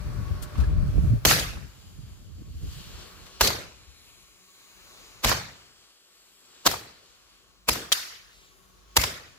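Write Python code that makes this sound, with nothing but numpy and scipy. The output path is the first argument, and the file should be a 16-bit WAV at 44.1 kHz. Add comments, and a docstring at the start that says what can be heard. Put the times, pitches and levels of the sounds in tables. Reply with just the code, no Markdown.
"""Wind buffets both microphone ports at first and dies down, over a faint machine hum in the night air.
Close by, a hand-held firework tube hisses fuse gas and fires six stars among steel frames and sheds.
Each shot is a snap and a noise roar; sheet walls throw it back as short puffs, a dying wash and a boom.
One star bursts nearby with a thin crack and a slap. Wind, hiss and hum are coloured noise, the hum with
one steady tone; a few scuffs and small metal knocks sit near the microphone."""
import sys
import numpy as np
from scipy import signal
from scipy.fft import rfft, irfft, next_fast_len
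from scipy.io import wavfile
from scipy.ndimage import uniform_filter1d, map_coordinates

SR = 44100
rng = np.random.default_rng(int(sys.argv[2]) if len(sys.argv) > 2 else 0)


def master_out(mix):
    """Clip the mix to full scale and print it as 16-bit PCM to the path in sys.argv[1]."""
    frames = np.transpose(np.atleast_2d(mix))
    ceiling = np.clip(frames, -1, 1)
    pcm = np.round(ceiling * 32767).astype(np.int16)
    wavfile.write(sys.argv[1], SR, pcm)


N = 413658  # samples

# the tube's whine, far machinery's drone and hum: start_s, whine_db, drone_db, hum_db
NIGHT_LEVELS = [(0, -62, -57, -60), (.3, -57, -62, -65), (.5, -61, -63, -55.5), (1.1, -64, -64, -60),
                (1.22, -81, -64, -67), (3.35, -64.5, -74, -80), (5.2, -68.5, -79, -90),
                (6.6, -74.5, -70, -90), (7.6, -67, -62, -87), (8.9, -64.5, -57, -90), (9.4, -65, -60, -80)]
# noise bands of the whine, then of the low drone: pitch_hz, width_hz, level_db
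NIGHT_TONES = [
    [(1112, 33, 1), (377, 31, -3), (187.3, 7.4, -4.5)],
    [(49.7, 6.6, 2.5)],
]
# wind pressing on the ports: start_s, strength_db
WIND_STRENGTH = [(0, -32.5), (.31, -29.5), (.53, -36.5), (.62, -25), (.75, -22.5), (.92, -24.5),
                 (1.04, -21), (1.17, -21.5), (1.2, -41), (1.24, -36), (1.5, -36), (1.73, -49),
                 (1.94, -44.5), (2.04, -42.5), (2.21, -47.5), (2.31, -39.5), (2.48, -45.5), (2.65, -37.5),
                 (2.84, -42.5), (3.1, -50.5), (3.38, -53.5), (3.55, -45.5), (3.75, -57.5), (4.19, -63),
                 (4.55, -75.5), (4.75, -68), (5.2, -59.5), (5.82, -70), (5.9, -89), (6.4, -80),
                 (6.6, -72.5), (8.0, -68), (9.38, -63)]
# single buffets on a port: start_s, peak_db, left_over_right_db, pitch_hz, rise_cycles
WIND_THUMPS = [(0.308, -26, 19, 79, 0.68), (0.583, -18, 14, 67.6, 0.94), (0.587, -30.5, 16, 227, 0.96),
               (0.668, -16, 1, 65, 0.89), (0.739, -20, -2, 71, 0.76), (0.768, -34, -4, 96, 0.84),
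               (0.83, -30.5, -16, 163, 1), (0.89, -20, 10, 95, 0.73), (0.965, -18.5, -8, 60.4, 1.5),
               (0.984, -29.5, 20, 320, 0.55), (1.105, -17.5, -10.5, 114, 2), (1.137, -21, -5, 230, 0.7),
               (1.991, -42.5, -21, 128, 0.71), (2.036, -34, -2, 109, 0.82), (2.115, -36.5, -5, 69.4, 0.59),
               (2.323, -40.5, -18, 81, 1), (2.423, -40.5, -12, 280, .6), (2.506, -31, -4, 74, 0.47),
               (2.552, -29, -2, 73, 0.84), (2.63, -37, -11, 128, 1.1), (2.668, -37, -9, 63.6, 1.3),
               (2.765, -38, 2, 138, 1.2), (2.807, -40, 10, 181, 0.48), (2.945, -40, -13, 79, 0.65),
               (3.87, -46.5, 10, 64.6, 1.06)]
# colour of the wind's low pressure noise: pitch_hz, level_db (per Hz)
BUFFET_COLOUR = [(13, -47), (25, -19.5), (42, 3), (55, 0), (75, -3), (110, -6.5), (150, -10), (200, -21),
                 (400, -80)]
# colour of the wind's sharper edge: pitch_hz, level_db (per Hz)
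EDGE_COLOUR = [(120, -23.5), (180, -7.5), (300, -15), (450, -23), (800, -36), (1200, -120)]
# fuse gas leaving the tube: start_s, level_db, treble_db, body_db
FUSE_LEVELS = [(0, -56.5, 0.5, 14.5), (.56, -55.5, -0.5, 14), (.6, -53.5, 1, 19.5), (.76, -59, -1.5, 14),
               (1.05, -54.5, 2, 12), (1.23, -60.5, 3.5, 12.5), (1.8, -59.5, 0.5, 4), (2.48, -63.5, -0.5, 2),
               (2.73, -51.5, -1, -0.5), (3.01, -50, -6, 4.5), (3.15, -55.5, 0, 8), (3.37, -53.5, -9, 3.5),
               (3.9, -59.5, -2, 2), (4.08, -58.5, 2.5, 1.5), (4.33, -61, 2, 1.5), (4.55, -60, 3, 1),
               (4.74, -58, 2, 4.5), (5.05, -53.5, -1.5, 4), (5.2, -56, -3, 4.5), (5.6, -58, -2.5, 4),
               (5.9, -61.5, -1.5, 1), (6.36, -62, 2.5, 1), (6.57, -57, -6, 3), (7.13, -59.5, -5, 2.5),
               (7.4, -63, -1, 4.5), (7.65, -66.5, -1, 3), (8.2, -62, -1, 1.5), (8.45, -58.5, -2.5, 2),
               (8.6, -65.5, 5, 7.5), (8.87, -64, -3, 8), (8.93, -60.5, -5, 5.5)]
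# the muzzle swings across the ports: start_s, right_late_ms, likeness (0-1)
MUZZLE_AIM = [(0, 0.086, 0.2), (1.2, 0.092, 0.07), (2, 0.093, 0.45), (3, 0.074, 0.42), (4, 0.1, 0.7),
              (5, 0.14, 0.54), (6, 0.1, 0.72), (7, 0.078, 0.4), (7.5, 0.12, 0.56), (8.2, 0.17, 1),
              (8.8, 0.37, 0), (9.4, 0.088, .35)]
# colour of the gas jet: pitch_hz, level_db (per Hz)
JET_COLOUR = [(150, -27), (250, -7.5), (640, -16), (850, -17), (1120, -11.5), (1600, -13), (2000, -15),
              (2900, -9.5), (4300, -9), (6100, -12.5), (8000, -13.5), (10500, -18), (15600, -20),
              (15800, -66)]
# stereo balance of the jet: pitch_hz, left_over_right_db
JET_BALANCE = [(60, 5), (110, -5), (200, 6), (380, 4.5), (700, 7.5), (1290, -2.5), (2380, 3.5), (4400, 0),
               (7000, 2), (8800, 7), (10200, 6.5), (15000, 4)]
# bands of the hiss shift as the tube turns: start_s, lower_hz, upper_hz, lift_db (of both), top_hz, top_db
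JET_BANDS = [(0, 2260, 4370, 3, 7200, -2), (1.2, 2400, 4400, 2, 7040, -1), (1.9, 3130, 4770, 4, 7130, 6.5),
             (3.3, 2980, 4300, 3, 7170, 1.5), (3.9, 2300, 4050, 5.5, 7100, 5),
             (5.2, 2235, 4000, 3, 6760, 5), (5.8, 3240, 4450, 3, 7700, 1.5),
             (6.6, 3070, 4500, 1, 7600, 6.5), (7.3, 3100, 4350, 3.5, 7200, 1.5),
             (8.6, 3040, 4000, -0.5, 6800, 4)]
# shoes or sleeve scuffing close by: start_s, level_db, low_db, left_over_right_db, treble_db
SCUFFS = [(0.2814, -55, 12.5, 2, 3), (0.4244, -33, -4, 9, 5), (0.5527, -55, 23, -6, -3),
          (0.5774, -49, 2.5, 21, -1), (0.6003, -39, 8, 0, 2), (0.6357, -44, 7, 1, -0.5),
          (3.2095, -58, -3.5, -8.5, -1.5), (3.2604, -46, 12, 1, 1)]
# small metal knocks: start_s, level_db, pitch_hz, t60_s
METAL_TICKS = [(0.5552, -30, 1130, 0.023), (0.6366, -36, 1680, 0.046)]
# shots: start_s, level_db, blast_s, lead_db, lead_s, snap_db, shove_db, bounce_db, bounce_late_s,
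# bass_db, treble_db, right_late_ms, band_hz (lifted or dulled), band_db
SHOTS = [(1.251, -5.5, 0.007, -41, 0.01, 6.5, -17, -11, 0.013, 5.5, -6, 0.067, 870, -8),
         (3.4093, -8.5, 0.0099, -25, 0.0088, 9.5, -19.5, -17, .0128, 6, -4.5, 0.073, 1600, 2.5),
         (5.247, -11, 0.0059, -8, 0.0096, 13, -17, -13.5, 0.013, 7.5, -5.5, 0.089, 800, -5),
         (6.663, -8.5, 0.014, -7, 0.0064, -6, -34, -22, .022, 4, -5, 0.052, 2330, -8),
         (7.687, -11, 0.01, -14, 0.0068, -16, -26.5, -24, 0.017, 7.5, 0, 0.11, 2460, 10),
         (8.9663, -7, 0.011, -18, 0.0054, -5, -20.5, -18.5, 0.017, 1, -3, 0.14, 773, -3)]
# colour of the blast: pitch_hz, level_db (per Hz)
BLAST_COLOUR = [(88, -35.5), (150, -8.5), (1290, 4), (1950, -2.5), (2960, 0.5), (6140, -0.5), (6770, 1),
                (8930, -7.5), (13000, 0), (15500, -10.5), (16800, -35.5)]
# how the yard answers: start_s, level_db, swell_s, t60_factor, bass_db, treble_db, ring_hz, ring_db, boom_db
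YARD_ANSWERS = [(1.2508, -11.5, 0.041, 1.005, -2, 2, 4500, 6, -20),
                (3.4084, -17.5, 0.024, 0.94, 6, -1, 4170, 11.5, -29),
                (5.247, -15.5, 0.029, 0.9, 0, -4.5, 1100, 3, -26),
                (6.662, -25, 0.02, 0.92, 9, 0, 4200, 3.5, -38.5),
                (7.687, -24, 0.024, 0.97, 6.5, -0.5, 5500, 1.5, -38.5),
                (7.923, -27, 0.0014, 1.35, -19, -3, 3800, 0.5, -75),
                (8.9675, -21, 0.03, 1.046, -1, -0.5, 2000, 13, -31.5)]
# colour of the yard's wash: pitch_hz, level_db (per Hz)
YARD_COLOUR = [(150, -26.5), (300, -7), (450, -9), (625, -6.5), (790, -14), (1200, -9.5), (2000, -8),
               (3000, -10.5), (4500, -7), (7000, -10), (9000, -16), (12000, -11), (15650, -16),
               (15800, -74.5)]
# decay of the yard before each answer's factor: pitch_hz, t60_s
YARD_T60 = [(60, 1), (250, 0.51), (1000, 0.64), (3000, 0.56), (8000, 0.45), (14000, 0.37)]
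# left-right likeness of the yard: pitch_hz, likeness (0-1)
YARD_ALIKE = [(60, 0.88), (300, 1), (700, 0.0093), (1500, 0), (3000, 0), (15000, 0)]
# colour of the sheet walls drumming: pitch_hz, level_db (per Hz)
BOOM_COLOUR = [(25, -28), (50, -2.5), (90, -0.5), (135, -4), (200, -9.5), (300, -18), (500, -53.5)]
# walls and frames throwing a shot back: start_s, level_db, low_db, left_over_right_db, treble_db
ECHOES = [(1.3091, -8, 5.5, -8, -14), (1.3178, -14, -12, 8, -3), (1.3944, -14.5, -22, 5.5, -6),
          (3.4334, -22.5, -28, 1, 7.5), (3.4464, -18, -9.5, 5.5, 2), (3.4727, -6.5, -13.5, -2, -5.5),
          (3.5024, -28, 16, 2, 0), (5.2924, -15, 7.5, 3, 0), (5.3149, -25, 20.5, -9, -5),
          (5.3239, -20.5, 14, -2, -2), (6.6715, -18.5, -15.5, -6, -4), (6.7119, -19.5, 0, 2, -1),
          (6.7384, -30.5, 17, -1, -7), (7.7303, -20.5, -9, 5, 0), (7.7544, -27.5, 10.5, -1, -7),
          (7.995, -31, -13, -7, -5), (9.0145, -17.5, -10.5, 11, -4), (9.0362, -11, 2.5, -5, -5.5)]
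# the bursting star, one row: crack_db, slap_db, slap_t60_s, slap_hz, right_late_ms
STAR_BURST = (-3.5, -12, 0.04, 3796, 1.6)

HUM_HZ, HUM_RISES = 599, 3  # pitch at the start; Hz a second
SAG_DB, RECOVER_S = 14, 1.21  # these tones dip after each shot and creep back
CALM_DB, STRONG_DB = -62.5, -52.5  # wind strength: below, a smooth rumble; above, fully lumpy
LUMP_DB, LULL_DB, LULLS_PER_S = 3, 2.5, 9  # fast lumps and slower lulls, each port its own
CALM_LEFT_DB = 8  # left over right in the calm rumble
EDGE_DB, EDGE_GROWS = -51, 0.82  # edge at a strength of -35.5 dB; dB gained for each dB of wind
PORT_TURN = 0.67  # a buffet's swing is turned this far each way at the two ports (radians)
BAND_WIDE_HZ, TOP_WIDE_HZ = 240, 650
DIP_ABOVE, DIP_DB, DIP_WIDE_HZ = 1.226, -7.5, 618  # dip above the top band, as a ratio of its pitch
ROAR_DB = -8  # the roar against a shot's level
BOOM_T60_S = 0.56
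BURST_S, SLAP_S = 7.9192, 0.0036  # crack; delay of its slap
RATTLE_DB = -25.5  # between crack and slap, against the slap
TOP_HZ = 16900  # band limit
HOP = 128  # samples between short-time spectra


def amp(db):
    """Gain of a level in dB."""
    return 10 ** (np.asarray(db) / 20)


def unit(x):
    """Scaled to rms 1."""
    return x / np.sqrt(np.mean(np.abs(x) ** 2) + 1e-20)


def along(points, hz):
    """(Hz, value) points read on a log pitch axis."""
    point_hz, value = np.transpose(points)
    return np.interp(np.log(hz + 1), np.log(point_hz + 1), value)


def curves(rows, t):
    """Each column after the time, read at times t."""
    s, *columns = np.transpose(rows)
    return [np.interp(t, s, column) for column in columns]


def wobble(rate):
    """A smooth random curve, rate knots a second."""
    knots = rng.standard_normal(int(N * rate / SR) + 4)
    return map_coordinates(knots, [np.arange(N) * rate / SR])


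def patches(shape, wide, long):
    """A random field of rms 1, smooth over wide bins and long frames."""
    field = uniform_filter1d(rng.standard_normal(shape), wide, 0)
    return unit(uniform_filter1d(field, long, 1))


def filtered(x, response):
    """x times a response of frequency, padded against wrap-around."""
    size = next_fast_len(x.shape[-1] + 8192)
    spectrum = rfft(x, size) * response(np.fft.rfftfreq(size, 1 / SR))
    return irfft(spectrum, size)[..., :x.shape[-1]]


def hiss(colour, size):
    """Noise of rms 1 with a given colour."""
    return unit(filtered(rng.standard_normal(size), lambda hz: amp(along(colour, hz))))


def tilt(hz, bass_db, treble_db):
    """A bass shelf and a rising treble slope that levels off, in dB."""
    bass = bass_db * np.clip(np.log2(1500 / (hz + 1)) / 3, 0, 1)
    return bass + treble_db * np.clip(np.log2((hz + 1) / 5000), 0, 1)


def pair(size, alike):
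    """Frequencies, times and short-time spectra of two noises with likeness alike(hz, t)."""
    hz, t, z = signal.stft(rng.standard_normal((2, size)), SR, nperseg=2 * HOP)
    turn = np.arccos(np.clip(alike(hz[:, None], t), -1, 1)) / 2
    mid, side = z[0] * np.cos(turn), z[1] * np.sin(turn)
    return hz[:, None], t, np.array([mid + side, mid - side])


def pan(db):
    """Half of a left-right level difference to each side."""
    return amp(np.array([db / 2, -db / 2]))


def ports(x, late_ms):
    """The same sound at both ports, later at the right one."""
    late_s = np.array([[0], [late_ms / 1000]])
    return filtered(np.array([x, x]), lambda hz: np.exp(-2j * np.pi * hz * late_s))


def kick(t, width):
    """A pressure jump and the suction after it."""
    u = np.maximum(t, 0) / width
    return (t >= 0) * (1 - u) * np.exp(-u)


def add(out, s, sound):
    """Mixes a stereo sound in from time s."""
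    part = out[:, round(s * SR):][:, :sound.shape[1]]
    part += sound[:, :part.shape[1]]


def puffs(table, colour, split_hz, rise, t60):
    """Short dying bursts of noise, with a low part of their own under split_hz."""
    out, t = np.zeros((2, N)), np.arange(SR // 8) / SR
    for s, db, low_db, side_db, treble_db in table:
        low_and_treble = lambda hz: amp(low_db / (1 + (hz / split_hz) ** 4) + tilt(hz, 0, treble_db))
        a, b = filtered(hiss(colour, (2, len(t))), low_and_treble)
        shape = (1 - np.exp(-(t / rise) ** 2)) * amp(db - 60 * t / t60)
        stereo = np.array([a + 1.37 * b, a - 0.5 * b])
        add(out, s - rise / 2, shape * pan(side_db)[:, None] * stereo)
    return out


def wind():
    """Eddies press on each port apart; strong ones come in lumps and lulls and carry a sharper edge."""
    level_db, = curves(WIND_STRENGTH, np.arange(N) / SR)
    strength = np.clip((level_db - CALM_DB) / (STRONG_DB - CALM_DB), 0, 1)
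    lumps = amp(LUMP_DB * strength * np.array([wobble(29.78), wobble(29.67)]))
    lulls = amp(LULL_DB * strength * np.array([wobble(LULLS_PER_S), wobble(LULLS_PER_S)]))
    low = amp(level_db) * unit(lumps * hiss(BUFFET_COLOUR, (2, N)))
    edge_db = EDGE_DB + EDGE_GROWS * (level_db + 35.5)
    edge = amp(edge_db) * unit(lumps ** 1.57 * hiss(EDGE_COLOUR, (2, N)))
    out = lulls * pan(CALM_LEFT_DB * (1 - strength)) * (low + edge)
    t = np.arange(SR // 5) / SR
    port_phase = PORT_TURN * np.array([[1], [-1]])
    for s, db, side_db, hz, cycles in WIND_THUMPS:
        rise = t * hz / cycles  # reaches 1 at the envelope's peak
        push = np.sin(2 * np.pi * hz * t + port_phase) * rise * np.exp(1 - rise)
        add(out, s - .004, amp(db) * pan(side_db)[:, None] * push)
    return out


def night():
    """The firework tube whines with the fuse gas; far machinery drones and hums: narrow bands of noise and one
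    slowly rising tone; all dip after each shot."""
    t = np.arange(N) / SR
    since = t - np.array([shot[0] for shot in SHOTS])[:, None]
    sag_db = SAG_DB * np.max((since > 0) * np.exp(-(since / RECOVER_S) ** 2), axis=0)
    *band_levels, hum_db = curves(NIGHT_LEVELS, t)
    hum_phase = 2 * np.pi * (HUM_HZ + HUM_RISES * t / 2) * t + .5 * wobble(5.5)
    hum = np.sqrt(2) * np.sin(hum_phase)
    out = amp(hum_db + 1.1 * wobble(14)) * np.array([hum, hum])
    for level_db, tones in zip(band_levels, NIGHT_TONES):
        for centre_hz, width_hz, db in tones:
            resonance = lambda hz: 1 / (1 + ((hz - centre_hz) / width_hz * 2) ** 2)
            a, b = filtered(rng.standard_normal((2, N)), resonance)
            out += amp(db + level_db) * unit(np.array([a + 0.74 * b, a - 0.27 * b]))
    return out * amp(-sag_db)


def fuse():
    """A sputtering gas jet, noise with moving bands, that reaches the left port first."""
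    hz, t, z = pair(N, lambda hz, t: curves(MUZZLE_AIM, t)[1] + 0 * hz)
    level_db, treble_db, body_db = curves(FUSE_LEVELS, t)
    colour = along(JET_COLOUR, hz) + treble_db * np.clip(np.log2(hz / 6000 + 1e-9), 0, 1)
    colour = colour + body_db * np.clip(np.log2(3000 / (hz + 1)), 0, 1)

    lower_hz, upper_hz, lift_db, top_hz, top_db = curves(JET_BANDS, t)
    bump = lambda centre_hz, wide_hz: np.exp(-((hz - centre_hz) / wide_hz) ** 2)
    colour = colour + lift_db * (bump(lower_hz, BAND_WIDE_HZ) + bump(upper_hz, BAND_WIDE_HZ))
    colour = colour + top_db * bump(top_hz, TOP_WIDE_HZ)
    colour = colour + DIP_DB * bump(DIP_ABOVE * top_hz, DIP_WIDE_HZ)

    # the level refers to the jet's power between 2.5 and 8 kHz
    band = (hz[:, 0] > 2500) & (hz[:, 0] < 8000)
    norm = np.sqrt(np.sum(amp(along(JET_COLOUR, hz[band])) ** 2) / len(hz))
    gain = amp(colour + level_db + 0.89 * patches(z.shape[1:], wide=4, long=36)) / norm
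    # half of the delay between the ports goes to each side
    early = np.exp(1j * np.pi * hz * curves(MUZZLE_AIM, t)[0] / 1000)
    spectra = z * gain * pan(along(JET_BALANCE, hz)) * [early, 1 / early]
    jet = signal.istft(spectra, nperseg=2 * HOP)[1][:, :N]
    return jet * amp(0.46 * wobble(8.7) + 0.24 * wobble(60))


def scuffs():
    """Shoes or sleeve rub close by: soft-edged puffs of bright noise."""
    return puffs(SCUFFS, JET_COLOUR, split_hz=4300, rise=0.011, t60=0.071)


def ticks():
    """Small metal knocks: one dull decaying ring each, centred between the ports."""
    out, t = np.zeros((2, N)), np.arange(SR // 8) / SR
    for s, db, hz, t60 in METAL_TICKS:
        envelope = amp(db - 60 * t / t60) * (1 - np.exp(-t / 0.0014))
        ring = envelope * np.sin(2 * np.pi * hz * t)
        add(out, s, np.array([ring, ring]))
    return out


def shots():
    """Gas leaks past the star, the muzzle snaps, the charge roars and stops short; the ground sends it back."""
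    out, before = np.zeros((2, N)), .05  # seconds kept ahead of the snap
    t = np.arange(SR // 6) / SR - before
    for (s, db, blast_s, lead_db, lead_s, snap_db, shove_db, bounce_db, bounce_late_s,
         bass_db, treble_db, late_ms, band_hz, band_db) in SHOTS:
        band = lambda hz: band_db * np.exp(-(np.log((hz + 1) / band_hz) / 0.11) ** 2)
        colour = lambda hz: amp(tilt(hz, bass_db, treble_db) + band(hz))
        a, b, c = filtered(hiss(BLAST_COLOUR, (3, len(t))), colour)
        # the powder burns unevenly
        sputter = amp(2.85 * hiss([(100, -6.5), (900, -1.5), (2000, -48.5)], len(t)))
        leak = amp(lead_db) / (1 + (np.abs(t) / lead_s) ** 4)
        charge = 1 / (1 + (np.abs(t) / blast_s) ** 10)
        roar = amp(db + ROAR_DB) * sputter * np.where(t < 0, leak, charge)
        snap = amp(db + snap_db) * kick(t, .0001)
        direct = ports(roar * a + snap, late_ms) + 1.27 * roar * [b, c]
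        late = t - bounce_late_s
        bounce = -amp(bounce_db) * np.sin(np.pi * late / .0008 + .6) * np.exp(-(late / .0007) ** 2)
        # the low push of air
        shove = amp(shove_db) * np.sin(2 * np.pi * 52 * late) * np.exp(-((late - .004) / 0.01) ** 2)
        add(out, s - before, direct + bounce + shove)
    return out


def yard():
    """Echoes pile up, then die band by band; the first ones ring with the nearest wall."""
    out = np.zeros((2, N))
    for s, db, swell_s, stretch, bass_db, treble_db, ring_hz, ring_db, _ in YARD_ANSWERS:
        hz, after, z = pair(SR, lambda hz, t: along(YARD_ALIKE, hz) + 0 * t)
        ring = ring_db * np.exp(-(np.log((hz + 1) / ring_hz) / 0.15) ** 2 - after / 0.097)
        uneven_walls = 2.57 * patches(z.shape[1:], wide=3, long=3)
        lingering_bands = 2.1 * patches(z.shape[1:], wide=2, long=30)
        wash_db = along(YARD_COLOUR, hz)
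        colour = amp(wash_db + tilt(hz, bass_db, treble_db) + ring + uneven_walls + lingering_bands)
        colour = colour / np.sqrt(np.mean(amp(wash_db) ** 2))
        fade = amp(db - 60 * after / (stretch * along(YARD_T60, hz))) * (1 - np.exp(-after / swell_s))
        add(out, s, signal.istft(z * colour * fade, nperseg=2 * HOP)[1])
    return out


def booms():
    """The sheet walls drum: bass noise rolls on between them with each answer of the yard."""
    out, t = np.zeros((2, N)), np.arange(SR // 2) / SR
    for s, *_, db in YARD_ANSWERS:
        a, b = hiss(BOOM_COLOUR, (2, len(t)))
        envelope = amp(db - 60 * t / BOOM_T60_S) * (1 - np.exp(-(t / 0.0022) ** 2))
        add(out, s, envelope * [a + 0.5 * b, a - 0.094 * b])
    return out


def echoes():
    """Single walls and frames throw a shot back: brief puffs in the colour of the blast."""
    return puffs(ECHOES, BLAST_COLOUR, split_hz=2160, rise=0.0037, t60=0.033)


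def burst():
    """A star's thin crack from the air, then its slap off the nearest sheet wall."""
    crack_db, slap_db, t60, slap_hz, late_ms = STAR_BURST
    t = np.arange(SR // 10) / SR - .01
    colour = [(300, -34), (900, -18), (slap_hz / 2, -12), (slap_hz, 0), (slap_hz * 2, -8),
              (15500, -20), (16900, -50)]
    noise = hiss(colour, (3, len(t)))
    onset = np.where(t > SLAP_S, 1, (t > 0) * amp(RATTLE_DB))
    slap = onset * amp(slap_db - 60 * np.maximum(t - SLAP_S - .002, 0) / t60)
    crack = amp(crack_db) * (kick(t + .0001, .00012) - 1.2 * kick(t, .0002))
    out = np.zeros((2, N))
    add(out, BURST_S + t[0], ports(slap * noise[0] + crack, late_ms) + .5 * slap * noise[1:])
    return out


def scene():
    """Everything that reaches the two ports."""
    background = wind() + night() + fuse()
    close_by = scuffs() + ticks()
    return background + close_by + shots() + yard() + booms() + echoes() + burst()


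def record(dry):
    """The microphone drops the deep bass; peaks round off near full scale; nothing passes the band limit."""
    lean = signal.sosfilt(signal.butter(2, 45, "highpass", fs=SR, output="sos"), dry)
    soft = lean / (1 + np.abs(lean / .9) ** 6) ** (1 / 6)
    return filtered(soft, lambda hz: hz < TOP_HZ)


dry = scene()
out = record(dry)
master_out(out)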